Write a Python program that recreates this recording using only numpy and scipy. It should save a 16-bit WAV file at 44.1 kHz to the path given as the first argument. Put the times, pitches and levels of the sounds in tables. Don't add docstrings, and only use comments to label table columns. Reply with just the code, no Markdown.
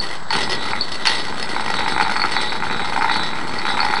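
import sys
import numpy as np
from scipy import signal
from scipy.fft import rfft, irfft, next_fast_len
from scipy.io import wavfile
from scipy.ndimage import map_coordinates

SR = 44100
rng = np.random.default_rng(int(sys.argv[2]) if len(sys.argv) > 2 else 0)


def master_out(mix):
    frames = np.transpose(np.atleast_2d(mix))
    ceiling = np.clip(frames, -1, 1)
    pcm = np.round(ceiling * 32767).astype(np.int16)
    wavfile.write(sys.argv[1], SR, pcm)


N = 176400
T = np.arange(N) / SR
FFT_SIZE = next_fast_len(N + SR // 2)
HZ = np.fft.rfftfreq(FFT_SIZE, 1 / SR)

# time_s, level_db
TAP_LEVELS = [(0.03, -36), (0.28, -54), (0.31, -26), (0.47, -33), (0.79, -26), (0.86, -49), (1.1, -33),
              (1.3, -35), (2.03, -25), (2.45, -29), (3.07, -25), (3.44, -32), (3.66, -25)]
# start_s, level_db
LOUD_KNOCKS = [(0.305, -12), (0.3272, -11), (0.3519, -10), (0.38, -11), (0.7329, -7), (1.3244, -16),
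               (1.5632, -8), (1.5958, -11), (1.6227, -14), (1.6796, -10), (1.7007, -11), (1.7394, -10),
               (1.7864, -11), (1.8058, -9), (1.8608, -7), (1.8782, -10), (1.9206, -10), (1.9623, -7),
               (1.9782, -5), (1.9983, -4), (2.0088, -2), (2.024, -10), (2.0491, -10), (2.0613, -11),
               (2.07, -11), (2.0949, -9), (2.1572, -10), (2.1632, -8), (2.1949, -10), (2.2166, -7),
               (2.2383, -6), (2.2483, -8), (2.3652, -6), (2.5207, -9), (2.6231, -9), (2.6341, -11),
               (2.6671, -11), (2.6986, -11), (2.7105, -11), (2.7456, -13), (2.7944, -11), (2.9609, -8),
               (2.9755, -6), (3.0099, -7), (3.0199, -6), (3.0441, -3), (3.0572, -10), (3.0806, -10),
               (3.0964, -5), (3.1118, -8), (3.158, -7), (3.1944, -10), (3.3322, -12), (3.652, -9),
               (3.6659, -10), (3.6796, -8), (3.7011, -9), (3.7703, -10), (3.7917, -6), (3.8025, -7),
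               (3.8163, -10), (3.8296, -6), (3.8455, -10), (3.8645, -9), (3.9004, -9), (3.9264, -10),
               (3.9366, -5), (3.9676, -9)]
# pitch_hz, width_hz, level_db
BODY_TONES = [(887, 104, 1), (1289, 127, -6.5), (1409, 129, -3.5), (2105, 110, -9), (2326, 270, -7)]
# pitch_hz, gain_db
SMALL_BODY_COLOUR = [(660, -10), (810, 2), (2450, -.5), (2900, -8)]
# time_s, level_db
SCRAPE_LEVELS = [(0.03, -35), (0.27, -55), (0.35, -31), (0.5, -34), (0.89, -44), (0.94, -32.5), (1.05, -45),
                 (1.09, -29), (1.22, -41), (2.2, -38.5), (2.8, -41.5), (3.1, -38.5), (3.45, -45),
                 (3.6, -39.5)]
# pitch_hz, gain_db
GRIT_COLOUR = [(200, -7.5), (400, 7.5), (700, 0.5), (900, 3), (2200, -3.5), (3200, 3.5), (4300, 0),
               (4800, -39.5), (5500, -6.5), (6000, -12), (6900, -18), (8000, -12), (12000, -30.5)]
# pitch_hz, width_hz, level_db
SCRAPE_TONES = [(1944, 91, 4), (5090, 143, -3), (5960, 58, -13), (9210, 210, -14.5), (9790, 96, -17)]
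# pitch_hz, width_hz, level_db
RIM_TONES = [(4397, 34, 0), (4483, 34, -1.5)]
# pitch_hz, level_db, width_hz
SHIMMER_TONES = [(7912, -7, 14), (8206, 3, 10), (8459, -2, 10)]
# start_s, level_db
RIM_CLINKS = [(0.0004, -10), (0.305, -11), (0.81, -6), (1.071, -4), (2.028, -17), (2.166, -16),
              (2.199, -14), (2.217, -10), (2.365, -15), (2.495, -18), (3.114, -17), (3.152, -16),
              (3.587, -16), (3.803, -8), (3.958, -14)]
# start_s, level_db
GRAIN_PINGS = [(0.3536, -31), (1.057, -31), (1.6018, -33), (1.7479, -33.5), (1.9066, -31), (1.952, -34),
               (2.0127, -35), (2.3087, -33), (2.4075, -32), (2.818, -35), (3.1133, -32), (3.1946, -36.5),
               (3.691, -30)]
# start_s, level_db
WALL_CLANGS = [(1.071, -11), (1.116, -11), (2.365, -13), (3.09, -12), (3.41, -17)]
PING_FADE_S, CLANG_FADE_S = .13, .045
PING_TONES = [(8206, 2.2 / PING_FADE_S, 0), (8459, 2.2 / PING_FADE_S, -7)]
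CLANG_TONES = [(1950, 2.2 / CLANG_FADE_S, 0), (900, 2.2 / CLANG_FADE_S, -6)]
# start_s, level_db
STONE_HITS = [(.305, -18), (.327, -14), (.364, -14), (1.054, -6), (1.062, -8), (1.0705, -2), (1.084, -12),
              (1.095, -10), (1.116, -14)]
# pitch_hz, gain_db
STONE_COLOUR = [(150, -49), (700, -17), (880, 3.5), (1150, -4), (1700, -0.5), (1950, 3), (2400, -3),
                (2950, 2.5), (3600, -3), (4450, -7), (4900, -3.5), (7000, -18.5), (8800, -33), (9300, -11),
                (12000, -72)]
# pitch_hz, level_db, width_hz
SHELL_TONES = [(3429, -8, 2), (3601, -5.5, 2), (3802, -1.5, 3), (3970, -1, 3)]
# peak_time_s, level_db
SHELL_SWELLS = [(.37, -31), (.62, -32.5), (.8, -34), (1.082, -25.5), (1.58, -34.5), (1.779, -29),
                (1.92, -31), (2.05, -36), (2.38, -26), (2.48, -32), (2.72, -31.5), (2.82, -33),
                (3.12, -26.5), (3.22, -28.5), (3.698, -27), (3.98, -30.5)]
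# time_s, level_db
ROLL_LEVELS = [(0, -32.5), (.28, -65), (.34, -30.5), (.78, -32.5), (.88, -39), (1.6, -32), (4, -32)]
# pitch_hz, gain_db
RUMBLE_COLOUR = [(25, -68), (60, -5.5), (140, -7.5), (215, -0.5), (270, -3.5), (400, -5), (650, -13.5),
                 (1200, -15), (3000, -73)]
# pitch_hz, fade_s
ECHO_FADES = [(200, 0.15), (2000, 0.22), (10000, 0.1)]
# pitch_hz, gain_db
HISS_COLOUR = [(25, -4), (60, 0.5), (180, 6.5), (300, -2), (900, 6.5), (1600, 6), (2600, -17), (4400, -6.5),
               (6000, -20), (7400, -19), (7900, -7.5), (8500, -42), (12200, -17)]
# pitch_hz, gain_db
MICROPHONE_COLOUR = [(10000, -0.5), (11000, -7), (12200, -21)]


def chatter(hops):
    tap_hits = [(i / SR, 20 * np.log10(hops[i])) for i in np.flatnonzero(hops)]
    taps = struck(tap_hits, BODY_TONES, scatter_db=4, detune=.03, attack_s=.0006)
    knocks = struck(LOUD_KNOCKS, BODY_TONES, scatter_db=2.5, detune=.02, attack_s=.0006)
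    return filtered(amp(-2.5) * unit(taps) * level(TAP_LEVELS) + knocks, colour(SMALL_BODY_COLOUR))


def scrape(hops, skid_s=.008, skid_share=.9):
    skids = signal.lfilter([1], [1, -np.exp(-1 / (skid_s * SR))], hops)
    pressure = (1 - skid_share + skid_share * unit(skids)) * amp(1.8 * wobble(30))
    grit = unit(contacts(per_second=420, jitter=.9, scatter_db=2.5))
    friction = pressure * (grit + .39 * rng.standard_normal(N))
    rasp = amp(6.5) * unit(filtered(friction, colour(GRIT_COLOUR)))
    metal = 0
    for hz, width, db in SCRAPE_TONES:
        flicker = amp(3.2 * wobble(32))
        band = resonances([(hz, width, 0)]) * resonances([(hz, hz / 6, 0)])
        metal += amp(db) * unit(filtered(friction * flicker, band))
    rim = amp(3.5) * unit(filtered(friction, resonances(RIM_TONES)))
    flicker = amp(3.2 * wobble(32))
    shimmer = unit(flicker * singing(SHIMMER_TONES, waver_db=3, wavers_per_second=16))
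    return level(SCRAPE_LEVELS) * (rasp + metal + rim + amp(-12) * shimmer)


def strikes():
    clinks = struck(RIM_CLINKS, RIM_TONES, scatter_db=2, detune=.001, attack_s=.0007)
    pings = struck(GRAIN_PINGS, PING_TONES, scatter_db=2, detune=.001, attack_s=.006)
    clangs = struck(WALL_CLANGS, CLANG_TONES, scatter_db=2, detune=.01, attack_s=.001)
    cracks = stone_cracks()
    flutter = amp(2 * wobble(120))
    return amp(-1) * clinks + flutter * pings + clangs + amp(1.5) * cracks


def stone_cracks(crunch=.3, crunch_s=.0035):
    t = T[:SR // 5]
    ring = irfft(colour(STONE_COLOUR), FFT_SIZE)[:len(t)]
    cracks = np.zeros(N + SR)
    for start_s, db in STONE_HITS:
        force = crunch * rng.standard_normal(len(t)) * np.exp(-t / crunch_s)
        force[0] += 1
        add_hit(cracks, signal.fftconvolve(force, ring)[:len(t)], start_s, db)
    return cracks[:N]


def shell_ring(rise_s=.04, fade_s=.71):
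    power = 0
    for peak_s, db in SHELL_SWELLS:
        rise = np.exp(np.minimum(T - peak_s, 0) / rise_s)
        fall = amp(-60 * np.maximum(T - peak_s, 0) / fade_s)
        power += (amp(db) * rise * fall) ** 2
    return amp(1) * np.sqrt(power) * singing(SHELL_TONES, waver_db=1.2, wavers_per_second=14)


def roll():
    bumps = unit(contacts(per_second=260, jitter=.74, scatter_db=8.5)) + .89 * rng.standard_normal(N)
    rumble = unit(filtered(bumps - bumps.mean(), colour(RUMBLE_COLOUR)))
    return amp(-.5) * level(ROLL_LEVELS) * rumble


def yard_echo(sound, delay_samples=130):
    hz, t, noise = signal.stft(rng.standard_normal(SR // 2), SR, nperseg=256)
    fade = amp(-60 * t / at_pitch(ECHO_FADES, hz)[:, None])
    tail = signal.istft(noise * fade, SR, nperseg=256)[1]
    return signal.fftconvolve(np.pad(sound, (delay_samples, 0)), tail / np.linalg.norm(tail))[:N]


def background(whine_hz=7864):
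    hiss = unit(filtered(rng.standard_normal(N), colour(HISS_COLOUR)))
    whine = np.sin(2 * np.pi * whine_hz * T)
    return amp(-33.5) * hiss + amp(-54) * whine


def struck(hits, tones, scatter_db, detune, attack_s):
    hz, width, db = np.transpose(tones)[:, :, None]
    t = T[:int(2 * SR / width.min())]
    onset = 1 - np.exp(-(t / attack_s) ** 2)
    fade = width * np.exp(-np.pi * width * t)
    track = np.zeros(N + SR)
    for start_s, peak_db in hits:
        size, pitch = rng.standard_normal((2, len(hz), 1))
        waves = amp(db + scatter_db * size) * np.sin(2 * np.pi * hz * (1 + detune * pitch) * t)
        add_hit(track, (onset * fade * waves).sum(0), start_s, peak_db)
    return track[:N]


def singing(tones, waver_db, wavers_per_second):
    ring = 0
    for hz, db, width in tones:
        drift = np.cumsum(rng.standard_normal(N)) * np.sqrt(2 * np.pi * width / SR)
        ring += amp(db + waver_db * wobble(wavers_per_second)) * np.sin(2 * np.pi * hz * T + drift)
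    return unit(ring)


def contacts(per_second, jitter, scatter_db):
    spacing, size = rng.standard_normal((2, 8000))
    gaps = np.exp(jitter * spacing)
    starts = (np.cumsum(gaps / gaps.mean()) * SR / per_second).astype(int)
    strengths = amp(scatter_db * np.clip(size, -2, 2))
    return np.bincount(starts[starts < N], strengths[starts < N], N)


def add_hit(track, hit, start_s, peak_db):
    track[round(start_s * SR):][:len(hit)] += amp(peak_db) * hit / np.abs(hit).max()


def amp(db):
    return 10 ** (np.asarray(db) / 20)


def unit(sound):
    return sound / np.sqrt(np.mean(sound ** 2) + 1e-20)


def level(points):
    return amp(np.interp(T, *np.transpose(points)))


def wobble(per_second):
    return map_coordinates(rng.standard_normal(4096), [T * per_second], mode="wrap")


def at_pitch(points, hz):
    pitches, values = np.transpose(points)
    return np.interp(np.log(hz + 1), np.log(pitches + 1), values)


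def colour(points):
    cepstrum = irfft(np.log(amp(at_pitch(points, HZ))), FFT_SIZE)
    cepstrum[1:FFT_SIZE // 2] *= 2
    cepstrum[FFT_SIZE // 2 + 1:] = 0
    return np.exp(rfft(cepstrum))


def resonances(tones):
    return sum((-1) ** k * amp(db) * 1j * HZ * width / (hz ** 2 - HZ ** 2 + 1j * HZ * width)
               for k, (hz, width, db) in enumerate(tones))


def filtered(sound, response):
    return irfft(rfft(sound, FFT_SIZE) * response, FFT_SIZE)[:N]


def scene(flight_s=.013):
    hops = contacts(per_second=85, jitter=.35, scatter_db=2.5)
    for start_s, _ in LOUD_KNOCKS:
        hops[round((start_s - flight_s) * SR):round(start_s * SR)] = 0
    landings = np.bincount([round(start_s * SR) for start_s, _ in LOUD_KNOCKS], minlength=N)
    rattle = chatter(hops) + scrape(hops + landings) + strikes()
    return (rattle + amp(-7.5) * yard_echo(rattle) + shell_ring() + roll() + background())[None]


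def record(dry):
    ceiling, top_hz, offset = .8, 12258, -.091
    rounded = dry[0] / (1 + np.abs(dry[0] / ceiling) ** 6) ** (1 / 6)
    treble_cut = 1 / np.sqrt(1 + (HZ / top_hz) ** 160)
    return filtered(rounded, colour(MICROPHONE_COLOUR) * treble_cut)[None] + offset


dry = scene()
out = record(dry)
master_out(out)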